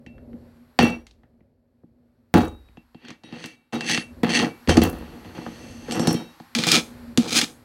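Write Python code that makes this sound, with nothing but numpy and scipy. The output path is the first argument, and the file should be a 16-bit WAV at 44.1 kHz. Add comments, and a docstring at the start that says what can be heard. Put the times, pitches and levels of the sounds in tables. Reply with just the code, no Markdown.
"""A steel rod taps and scrapes slag from the weld of a small steel angle on a wooden bench, close to a phone.
Taps are resonant noise cracks plus impulses into bench modes; scrapes and rattles are grain noise under
pressure curves. Fluttering sines ring the angle and bench top, slag chips tick as short resonant noise, and
low sines sway the bench. Behind: workshop rumble, hiss and a thin electrical whine, heard at a varying level;
a room tail follows the work."""
import sys
import numpy as np
from scipy import signal
from scipy.fft import rfft, irfft, next_fast_len
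from scipy.io import wavfile
from scipy.ndimage import map_coordinates

SR = 44100
rng = np.random.default_rng(int(sys.argv[2]) if len(sys.argv) > 2 else 0)


def transcribe(u):
    """Save the signal u as a 16-bit wav file named by the first command-line argument.

    u: samples, shape (n,) or (channels, n), limited to [-1, 1]; the rate is SR.
    q: integer samples, one column per channel.
    """
    v = np.clip(np.atleast_2d(u).T, -1, 1)
    q = np.round(v * 32767).astype(np.int16)
    wavfile.write(sys.argv[1], SR, q)


N = 336924


def amp(db):
    """Amplitude ratio of a level in dB."""
    return 10 ** (np.asarray(db) / 20)


def unit(x):
    """x scaled to an RMS of 1."""
    return x / np.sqrt(np.mean(x ** 2) + 1e-20)


def along(points, hz):
    """Interpolate (Hz, value) points on a log frequency axis."""
    f, v = np.transpose(points)
    return np.interp(np.log(hz + 1), np.log(f + 1), v)


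def curves(rows):
    """One value per sample for each column after the time."""
    s, *cols = np.transpose(rows)
    return np.array([np.interp(np.arange(N) / SR, s, c) for c in cols])


def wobble(knots_per_s):
    """Smooth random curve through normal knots."""
    knots = rng.standard_normal(int(N * knots_per_s / SR) + 4)
    return map_coordinates(knots, [np.arange(N) * knots_per_s / SR])


def filtered(x, response):
    """x times a complex response of frequency."""
    m = next_fast_len(N + SR // 2)
    return irfft(rfft(x, m) * response(np.fft.rfftfreq(m, 1 / SR)), m)[..., :N]


def resonances(modes):
    """Causal response of (Hz, width Hz, dB) modes, signs alternating."""
    def response(f):
        total = 0
        for k, (hz, width_hz, db) in enumerate(modes):
            band = 1j * f * width_hz
            total = total + (-1) ** k * amp(db) * band / (hz * hz - f * f + band)
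        return total
    return response


# Background level as heard at the phone over time, mean levels: (t/s, rumble level/dB, hiss level/dB)
SHOP_LEVELS = [(0, -56, -74.5), (.4, -48.5, -68), (.78, -52.5, -64.5), (1.1, -64.5, -78),
               (1.55, -63.5, -85.5), (2.3, -60.5, -79), (2.6, -58, -67.5), (3.7, -64, -78), (4.1, -51, -61),
               (4.6, -45.5, -54), (5.2, -47.5, -55), (6.35, -48.5, -57.5), (7.0, -50, -56),
               (7.64, -50, -61)]
# Rumble spectrum, relative: (f/Hz, level/dB per Hz)
RUMBLE_SPECTRUM = [(18, -60), (30, -4.5), (82, -5), (166, -14), (203, -22.5), (237, 2.5), (295, -23.5),
                   (318, -16.5), (475, -20.5), (555, -17), (1200, -48), (1560, -54.5), (2640, -120)]
# Hiss spectrum, relative: (f/Hz, level/dB per Hz)
HISS_SPECTRUM = [(470, -22), (800, 4.5), (1750, 0.5), (3060, -9), (5480, -13), (10900, -17.5), (11900, -17),
                 (12300, -20), (15500, -18.5), (16500, -34)]
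WHINE_HZ, WHINE_RE_HISS_DB = 11600, -14.5


def shop():
    """Shaped noise gives far rumble and hiss; a phase-wandering sine whines at a level tied to the hiss."""
    rumble_db, hiss_db = curves(SHOP_LEVELS)
    noise = rng.standard_normal((2, N))
    peaks = resonances([(4300, 500, 0), (6300, 500, -3)])
    rumble = unit(filtered(noise[0], lambda f: amp(along(RUMBLE_SPECTRUM, f))))
    hiss = unit(filtered(noise[1], lambda f: amp(along(HISS_SPECTRUM, f)) * (1 + peaks(f))))
    phase = 2 * np.pi * WHINE_HZ * np.arange(N) / SR + 1.5 * wobble(25)
    whine = np.sqrt(2) * np.sin(phase)
    out = amp(rumble_db + 5.0 * wobble(3)) * rumble
    out += amp(hiss_db + 0.73 * wobble(6.7)) * hiss
    return out + amp(hiss_db + WHINE_RE_HISS_DB) * whine


# Workshop decay: (f/Hz, t60/s)
ROOM_DECAY = [(60, 0.17), (420, 0.36), (1500, 0.22), (5000, 0.2), (12000, 0.44)]


def room(x):
    """Each frequency of the workshop's answer dies at its own speed; a new noise tail every quarter second."""
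    out, hop, delay = np.zeros(N + 2 * SR), SR // 4, 200  # samples
    for start in range(0, N, hop):
        hz, t, z = signal.stft(rng.standard_normal(SR // 2), SR, nperseg=256)
        decay = amp(-60 * t / along(ROOM_DECAY, hz)[:, None])
        tail = signal.istft(z * decay, SR, nperseg=256)[1]
        wet = signal.fftconvolve(x[start:start + hop], tail / np.linalg.norm(tail))
        out[start + delay:][:len(wet)] += wet
    return out[:N]


# Blows that rock the whole bench: (t/s, level/dB)
BOOM_BLOWS = [(0.791, -28), (2.342, -21), (4.687, -17.5), (4.774, -20.5), (4.831, -29), (5.26, -44)]
# Bench frame modes: (f/Hz, level/dB re blow, t60/s)
FRAME_MODES = [(47, -8, 1), (69.2, -5, 0.87), (89.5, 6, 0.39)]


def booms():
    """The bench frame sways after a blow: decaying low sines with wandering phase."""
    out, t = np.zeros(N + SR), np.arange(SR) / SR
    for s, db in BOOM_BLOWS:
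        for hz, mode_db, t60 in FRAME_MODES:
            sway = np.sin(2 * np.pi * hz * t + 1.2 * wobble(18)[:SR])
            out[round(s * SR):][:SR] += amp(db + mode_db - 60 * t / t60) * sway
    return out[:N]


# Loose slag chips on steel: (t/s, peak level/dB)
CHIP_TICKS = [(0.829, -23.5), (0.8452, -31), (0.8799, -35.5), (0.9013, -38), (2.381, -29.5), (2.418, -38),
              (2.449, -40), (2.481, -41.5), (3.7459, -40.5), (4.8354, -17), (4.8544, -30), (4.8733, -31.5),
              (4.8971, -29.5), (4.9289, -37.5), (4.9846, -44.5), (5.9545, -33.5), (6.128, -21.5)]
CHIP_HZ, CHIP_SPREAD_RATIO, CHIP_T60_S = 9600, 0.22, 0.026


def chips():
    """Each chip is a short bright tick: decaying noise through a resonance at its own pitch."""
    out, t = np.zeros(N + SR), np.arange(SR // 50) / SR
    for s, db in CHIP_TICKS:
        tick = amp(-60 * t / CHIP_T60_S) * rng.standard_normal(len(t))
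        hz = np.clip(CHIP_HZ * (1 + CHIP_SPREAD_RATIO * rng.standard_normal()), 5000, 14000)
        for _ in range(2):
            tick = signal.lfilter(*signal.iirpeak(hz, 1.6, SR), tick)
        out[round(s * SR):][:len(t)] += amp(db) * tick / np.abs(tick).max()
    return out[:N]


# Long-ringing modes, lowest of the bench top, rest of the angle: (f/Hz)
MODE_HZ = [234, 2293, 2692, 3138, 3806, 4285, 5464, 5750, 5959, 6272, 7630, 8371, 8650, 9819, 11350]
# Same modes: (t60/s, level lying flat/dB, level tipped up/dB)
MODE_DECAYS = [(0.14, 1, -28.5), (0.44, -7.5, -4), (0.41, 0.5, -14), (0.27, -35.5, 0.5), (.6, -13, -13),
               (0.21, -35.5, 4), (0.44, -34.5, 2), (0.34, -4.5, 0), (0.16, -30, -8), (0.15, -34.5, -4.5),
               (0.18, -29, -1), (0.18, -8.5, -11.5), (0.16, -29.5, -1), (0.3, -6, -19), (0.37, -31, -4.5)]
# Loss per octave between mode and favoured pitch: (lying flat/dB, tipped up/dB)
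LOSS_PER_OCTAVE_DB = 35, 17
# Angle rocked up off the bench: (from t/s, to t/s)
TIPPED_SPANS = [(4.66, 4.76), (5.88, 6.148)]
# Rings of angle or bench top after blows, one blow may have several rows:
# (t/s, level/dB, favoured f/Hz, time before extra damping/s)
RING_ROWS = [(.064, -50, 2692, 0.17), (0.338, -28, 234, .11), (.8, -29.5, 5750, 0.39),
             (.81, -17.5, 2650, 0.14), (.82, -28, 2200, 0.22), (1.839, -43, 234, 0.063),
             (2.35, -25, 3775, .45), (2.774, -54, 2692, 0.024), (2.946, -59, 2692, 0.089),
             (3.15, -59, 2140, .25), (3.234, -36, 3760, 0.14), (3.237, -55, 9200, .1),
             (3.445, -42, 2300, 0.33), (3.5, -56, 3806, .2), (3.724, -31.5, 2692, 0.015),
             (3.744, -22, 3806, 0.022), (3.81, -28.5, 2692, 0.018), (3.88, -39, 2692, 0.19),
             (3.977, -37, 9819, 0.063), (3.979, -40, 2692, 0.13), (4.234, -12, 234, 0.019),
             (4.3, -27.5, 2692, 0.08), (4.42, -31, 2150, 0.19), (4.694, -24.5, 3138, 0.044),
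             (5.915, -32.5, 7600, 0.11), (5.993, -31.5, 6800, 0.076), (6.074, -27, 5900, 0.072),
             (6.146, -37.5, 3370, 0.2), (6.15, -32.5, 3806, 0.42), (6.555, -14, 234, 0.077),
             (7.177, -4, 234, 0.081)]
RING_ATTACK_S, DAMPED_T60_S = 0.0085, 0.13


def sings():
    """Each row rings the modes near its pitch as decaying sines, then damps them; level and phase flutter."""
    out, t = np.zeros(N), np.arange(SR // 2) / SR
    for hz, (t60, flat_db, tipped_db) in zip(MODE_HZ, MODE_DECAYS):
        envelope = np.zeros(N + SR)
        for s, db, favoured_hz, undamped_s in RING_ROWS:
            tipped = any(start < s < end for start, end in TIPPED_SPANS)
            mode_db = tipped_db if tipped else flat_db
            level_db = db + mode_db - LOSS_PER_OCTAVE_DB[tipped] * abs(np.log2(hz / favoured_hz))
            damping_db = -60 * t / t60 - 60 * np.maximum(t - undamped_s, 0) / DAMPED_T60_S
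            attack = 1 - np.exp(-t / RING_ATTACK_S)
            envelope[round(s * SR):][:len(t)] += amp(level_db + damping_db) * attack
        flutter = amp(2.2 * wobble(45))
        phase = 2 * np.pi * hz * np.arange(N) / SR + 0.72 * wobble(40)
        out += envelope[:N] * flutter * np.sin(phase)
    return out


# Rattles, abrupt scrape onsets and a slide tail, sudden start then dying away, levels before STROKES_DB:
# (t/s, grit level/dB, bench shake level/dB, treble level/dB re grit, 20 dB shake decay/s)
SUDDEN_EVENTS = [(.791, -19.5, -10.5, -18, 0.14), (2.341, -23.5, -6, -16.5, 0.1239),
                 (3.24, -51, -46.5, -29, 0.39), (3.325, -49.5, -36, -25, 0.14),
                 (3.73, -33, -20.5, -10, 0.1142), (4.234, -27, -16, -44, 0.0943),
                 (4.292, -28, -30.5, -8.5, 0.09), (4.688, -24, -9.5, -5, 0.115),
                 (4.772, -23, -10, -6.5, 0.0317), (4.82, -26.5, -12, -6.5, 0.0958),
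                 (4.93, -48, -34.5, -17, .5), (5.25, -50.5, -43, -17, 0.1), (5.348, -46, -35, -14, 0.3),
                 (6.552, -27, -26.5, -5, 0.3037), (6.669, -21, -25, -2.5, 0.0878),
                 (7.176, -38.5, -27, -4.5, 0.33)]
# Rod, glove or angle dragged along, levels before STROKES_DB:
# (peak t/s, grit level/dB, bench shake level/dB, treble level/dB re grit, 20 dB grit rise/s, 20 dB grit fall/s)
SCRAPE_EVENTS = [(3.1, -44, -42, -28, 0.11, 0.06), (3.445, -41.5, -49, -8, 0.1341, 0.11),
                 (3.924, -20.5, -25.5, -6.5, 0.0933, 0.1034), (4.37, -17.5, -23.5, -8.5, 0.0785, 0.0872),
                 (4.435, -32.5, -17.5, -12, 0.0569, 0.0837), (5.68, -49.5, -48.5, -2, 0.52, 0.78),
                 (5.95, -37.5, -20.5, -7, 0.0838, 0.1337), (6.098, -37.5, -21.5, -8, 0.1825, 0.16),
                 (6.769, -13, -19, -6, 0.1039, 0.0429), (7.385, -18.5, -26, -1, 0.1149, 0.0475),
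                 (7.445, -23.5, -26, -3, 0.03, 0)]
SUDDEN_BEND, RISE_BEND, FALL_BEND = 1.43, 1.7, 1.4  # powers of time in the dB loss
GRIT_PER_SUDDEN_DB, SHAKE_PER_SCRAPE_DB = 1.23, 0.99  # dB per dB
TREBLE_PER_GRIT_DB = 1.15  # dB per dB: harder pressure is brighter
LIFT_S = 0.021  # past its fall the tip leaves the steel: time to lose 60 dB more


def pressure():
    """Levels of grit, shake and sizzle: sudden events start at once and die, scrapes swell, fall and lift."""
    levels, t = np.zeros((3, N)), np.arange(N) / SR

    def add(grit_db, shake_db, treble_db, grit_loss_db, shake_loss_db):
        """Add one event where it is not negligible."""
        near = shake_loss_db > -150
        grit_loss, shake_loss = grit_loss_db[near], shake_loss_db[near]
        sizzle_db = grit_db + treble_db + TREBLE_PER_GRIT_DB * grit_loss
        levels[:, near] += amp([grit_db + grit_loss, shake_db + shake_loss, sizzle_db])

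    for s, *db, decay_s in SUDDEN_EVENTS:
        loss_db = np.where(t < s, -np.inf, -20 * (np.abs(t - s) / decay_s) ** SUDDEN_BEND)
        add(*db, GRIT_PER_SUDDEN_DB * loss_db, loss_db)
    for s, *db, rise_s, fall_s in SCRAPE_EVENTS:
        rise = (np.abs(t - s) / rise_s) ** RISE_BEND
        fall = (np.abs(t - s) / fall_s) ** FALL_BEND
        loss_db = -20 * np.where(t < s, rise, fall)
        lift_db = -60 * np.maximum(t - s - fall_s, 0) / LIFT_S
        add(*db, loss_db + lift_db, SHAKE_PER_SCRAPE_DB * loss_db)
    return levels


def grains(grains_per_s, spread_db):
    """Slag grains breaking at random: signed impulses up to twice spread_db apart in size."""
    chance, size, sign = rng.random(N), rng.exponential(size=N), rng.standard_normal(N)
    return unit((chance < grains_per_s / SR) * amp(spread_db * np.minimum(size, 2)) * np.sign(sign))


# Grit spectrum, relative: (f/Hz, level/dB per Hz)
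GRIT_SPECTRUM = [(410, -25.5), (700, -9), (1070, 4.5), (1940, 10), (4010, 3.5), (4820, 0.5), (14500, -34),
                 (15900, -26), (16500, -39.5)]
# Short rings, angle lying loose: (f/Hz, width/Hz, level/dB)
LOOSE_MODES = [(1870, 230, 0), (2766, 190, 2.5), (3250, 290, 0.5), (4412, 250, 4.5), (6220, 370, -0.5),
               (8110, 400, -1.5), (10100, 700, -3)]
# Short rings, angle gripped by the glove: (f/Hz, width/Hz, level/dB)
HELD_MODES = [(1290, 83, -6.5), (2390, 130, 0), (3444, 800, -4), (4300, 460, -0.5), (4940, 380, -2),
              (6700, 400, -3), (7070, 520, -7), (10600, 5700, -4)]
# Bench modes: (f/Hz, width/Hz, level/dB)
BENCH_MODES = [(117, 46, -9.5), (172.4, 22, -2.5), (236.9, 14.9, 3), (293.4, 48.3, -4), (325, 31.9, -1.5),
               (483.5, 63.5, -9.5), (729, 26, -17.5), (836.4, 12, -14.5), (1190, 310, -24)]
# Upper board modes under a hard knock: (f/Hz, width/Hz, level/dB)
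HOLLOW_MODES = [(732, 90, -0.5), (835, 69, 1), (970, 180, -7.5), (1770, 200, -9)]
GRIP_S = 6.45  # gripped from here on
SING_DB, SLIDE_DAMPS_RATIO = 11, 2.5  # rings stirred by grit; how much wider contact makes them
STROKES_DB = -3.5


def strokes():
    """One stream of grains makes the grit and its sizzle; a second one shakes the bench."""
    grit, shake, sizzle = pressure()
    bite = grit / (grit + amp(-48.5))  # a light touch only hisses, pressure breaks grains
    slag = grains(850, spread_db=3.5)
    skips = amp(1.3 * wobble(70))  # the tip skips over the ripples of the bead
    rough = bite * skips * slag + (1.3 - bite) * rng.standard_normal(N)

    def below(f):
        """Share left to grit; the rest is sizzle."""
        return 1 / (1 + (f / 6000) ** 8)

    voices = []
    for modes in LOOSE_MODES, HELD_MODES:
        colour = lambda f: amp(along(GRIT_SPECTRUM, f)) * (0.15 + 1.3 * resonances(modes)(f))
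        low = unit(filtered(rough, lambda f: colour(f) * below(f)))
        high = unit(filtered(rough, lambda f: colour(f) * (1 - below(f))))
        voices.append(grit * low + sizzle * high)
    loose, held = voices

    # grains ring the loose angle
    steel = [(hz, 1.8 / t60 * SLIDE_DAMPS_RATIO, flat_db)
             for hz, (t60, flat_db, _) in zip(MODE_HZ[1:], MODE_DECAYS[1:])]
    drive = (grit + sizzle) * unit(rough)
    ringing = filtered(drive, lambda f: amp(along(GRIT_SPECTRUM, f)) * resonances(steel)(f))
    loose += amp(SING_DB) * ringing

    knocks = grains(150, spread_db=1) + 0.51 * rng.standard_normal(N)
    knocks = filtered(knocks, lambda f: resonances(BENCH_MODES)(f) + 0.1 * resonances(HOLLOW_MODES)(f))
    knocks = filtered(knocks, lambda f: (1j * f / (1j * f + 90)) ** 2)  # bench shake is kept free of deep bass
    voice = np.where(np.arange(N) / SR > GRIP_S, held, loose)
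    return amp(STROKES_DB) * (voice + shake * unit(knocks))


# Contacts, crack before steel colour, thud and knock before bench gain:
# (t/s, crack peak level/dB, thud level/dB re crack, hollow knock level/dB re crack, crack centre f/Hz)
TAP_CONTACTS = [(0.0637, -33, -3, -11, 2230), (0.1812, -41.5, -6, -21, 1520), (0.3314, -47, 15.5, -9, 1590),
                (0.7897, -1, -13, 2, 2180), (0.8318, -17, 8, -16, 2687), (1.068, -31, -28, -24.5, 3310),
                (1.1107, -39.5, -15.5, -17.5, 4050), (1.2334, -49.5, 1, 1, 1620),
                (1.4065, -58, 9.5, -3, 2090), (1.835, -72, 34, 14, 1680), (2.34, -10.5, 1.5, 8.5, 2360),
                (2.687, -49.5, -2, -3, 2270), (2.7716, -41, 5.5, 3.5, 2600), (2.9463, -41.5, 7.5, 3, 2700),
                (3.0504, -33, -10.5, -30, 1800), (3.0844, -27, -17, -33, 2190),
                (3.1048, -23.5, -10, -44, 1740), (3.236, -37, -6, 0, 3740), (3.3253, -37, 7.5, -8, 2860),
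                (3.441, -19.5, -10.5, -15, 1910), (3.4592, -22.5, -24, -40, 5530),
                (3.725, -30.5, -11, 3, 2710), (3.8085, -13, -29, -13.5, 2450), (3.8963, -6, -21, -18, 2830),
                (3.914, -9.5, -17.5, -21, 4230), (3.946, -9, -22, -17, 2850),
                (3.976, -7, -12.5, -15.5, 1950), (4.2324, -24, 5, 5.5, 2670),
                (4.398, -7.5, -69, -9.5, 1940), (4.6749, -17, 4, -21, 1930), (4.6937, -4.5, -8.5, -5, 3600),
                (4.7701, -5.5, 6, -36, 3400), (4.818, -8.5, -1, -7, 3350), (5.2471, -33.5, -2, 1, 1980),
                (5.3802, -24, -1, -12, 513), (5.4163, -34, -5, -9, 517), (5.4643, -21.5, -5.5, -2, 780),
                (5.9105, -14, -41, -31, 4040), (5.9216, -14, -23, -7.5, 4200), (5.9953, -15, 4.5, -2, 5330),
                (6.0723, -7, -0.5, -5, 5600), (6.1087, -13, 0, -9, 5700), (6.1429, -15.5, 3, -65, 6000),
                (6.4002, -38, 4.5, 9, 3760), (6.55, -4, -35, -53, 2700), (6.587, -7.5, -10.5, -33.5, 3000),
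                (6.637, -6.5, -39, -38, 2620), (6.6685, -4, -26, -17, 4430), (6.7169, 4, -34, -30, 4800),
                (7.1746, -1.5, -8, -25, 4150), (7.3774, -2, -37, -41, 4160), (7.389, 0.5, -30, -17, 3480),
                (7.414, -3, -37, -25, 3160)]
THUD_GAIN_DB, KNOCK_GAIN_DB = 48.5, 35.0


def taps():
    """Every contact cracks briefly around its own pitch, pushes the bench and knocks its boards."""
    cracks, pushes, t = np.zeros(N + SR), np.zeros((2, N)), np.arange(SR // 8) / SR
    for s, db, thud_db, knock_db, centre_hz in TAP_CONTACTS:
        decay = amp(-60 * t / 0.019) + 0.16 * amp(-60 * t / 0.19)
        burst = decay * rng.standard_normal(len(t))
        burst[:2] += 2.5  # the sharp front of the blow
        q = 0.51 + 0.07 * max(-db - 30.5, 0)  # light touches excite a narrower band
        for _ in range(2):
            burst = signal.lfilter(*signal.iirpeak(centre_hz, q, SR), burst)
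        cracks[round(s * SR):][:len(t)] += amp(db) * burst / np.abs(burst).max()
        pushes[:, round(s * SR)] = amp(db + thud_db + THUD_GAIN_DB), amp(db + knock_db + KNOCK_GAIN_DB)

    def coloured(modes):
        """Cracks coloured by the steel; steel on slag is never quite sharp."""
        soft = lambda f: 1 / (1 + 1j * f / 9000) ** 2
        rings = lambda f: sum(resonances([mode])(f) for mode in modes)
        return filtered(cracks[:N], lambda f: soft(f) * (0.72 + 0.31 * rings(f)))

    def padded(push, modes, top_hz):
        """Wood yields, so a push has little treble."""
        return filtered(push, lambda f: resonances(modes)(f) / (1 + 1j * f / top_hz) ** 2)

    crack = np.where(np.arange(N) / SR > GRIP_S, coloured(HELD_MODES), coloured(LOOSE_MODES))
    return crack + padded(pushes[0], BENCH_MODES, 410) + padded(pushes[1], HOLLOW_MODES, 1600)


def scene():
    """Work and rings, their room tail, bench sway and the workshop."""
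    work, rings = taps() + strokes() + chips(), sings()
    tail = amp(-13.0) * room(work + 0.33 * rings)
    return (work + rings + tail + booms() + shop())[None]


TOP_HZ = 15900


def record(dry):
    """The phone rounds off the highest peaks, loses the deepest bass and keeps nothing above TOP_HZ."""
    rounded = dry / (1 + np.abs(dry / .86) ** 4) ** .25
    return filtered(rounded, lambda hz: (hz < TOP_HZ) * (1j * hz / (1j * hz + 30)) ** 4)


dry = scene()
out = record(dry)
transcribe(out)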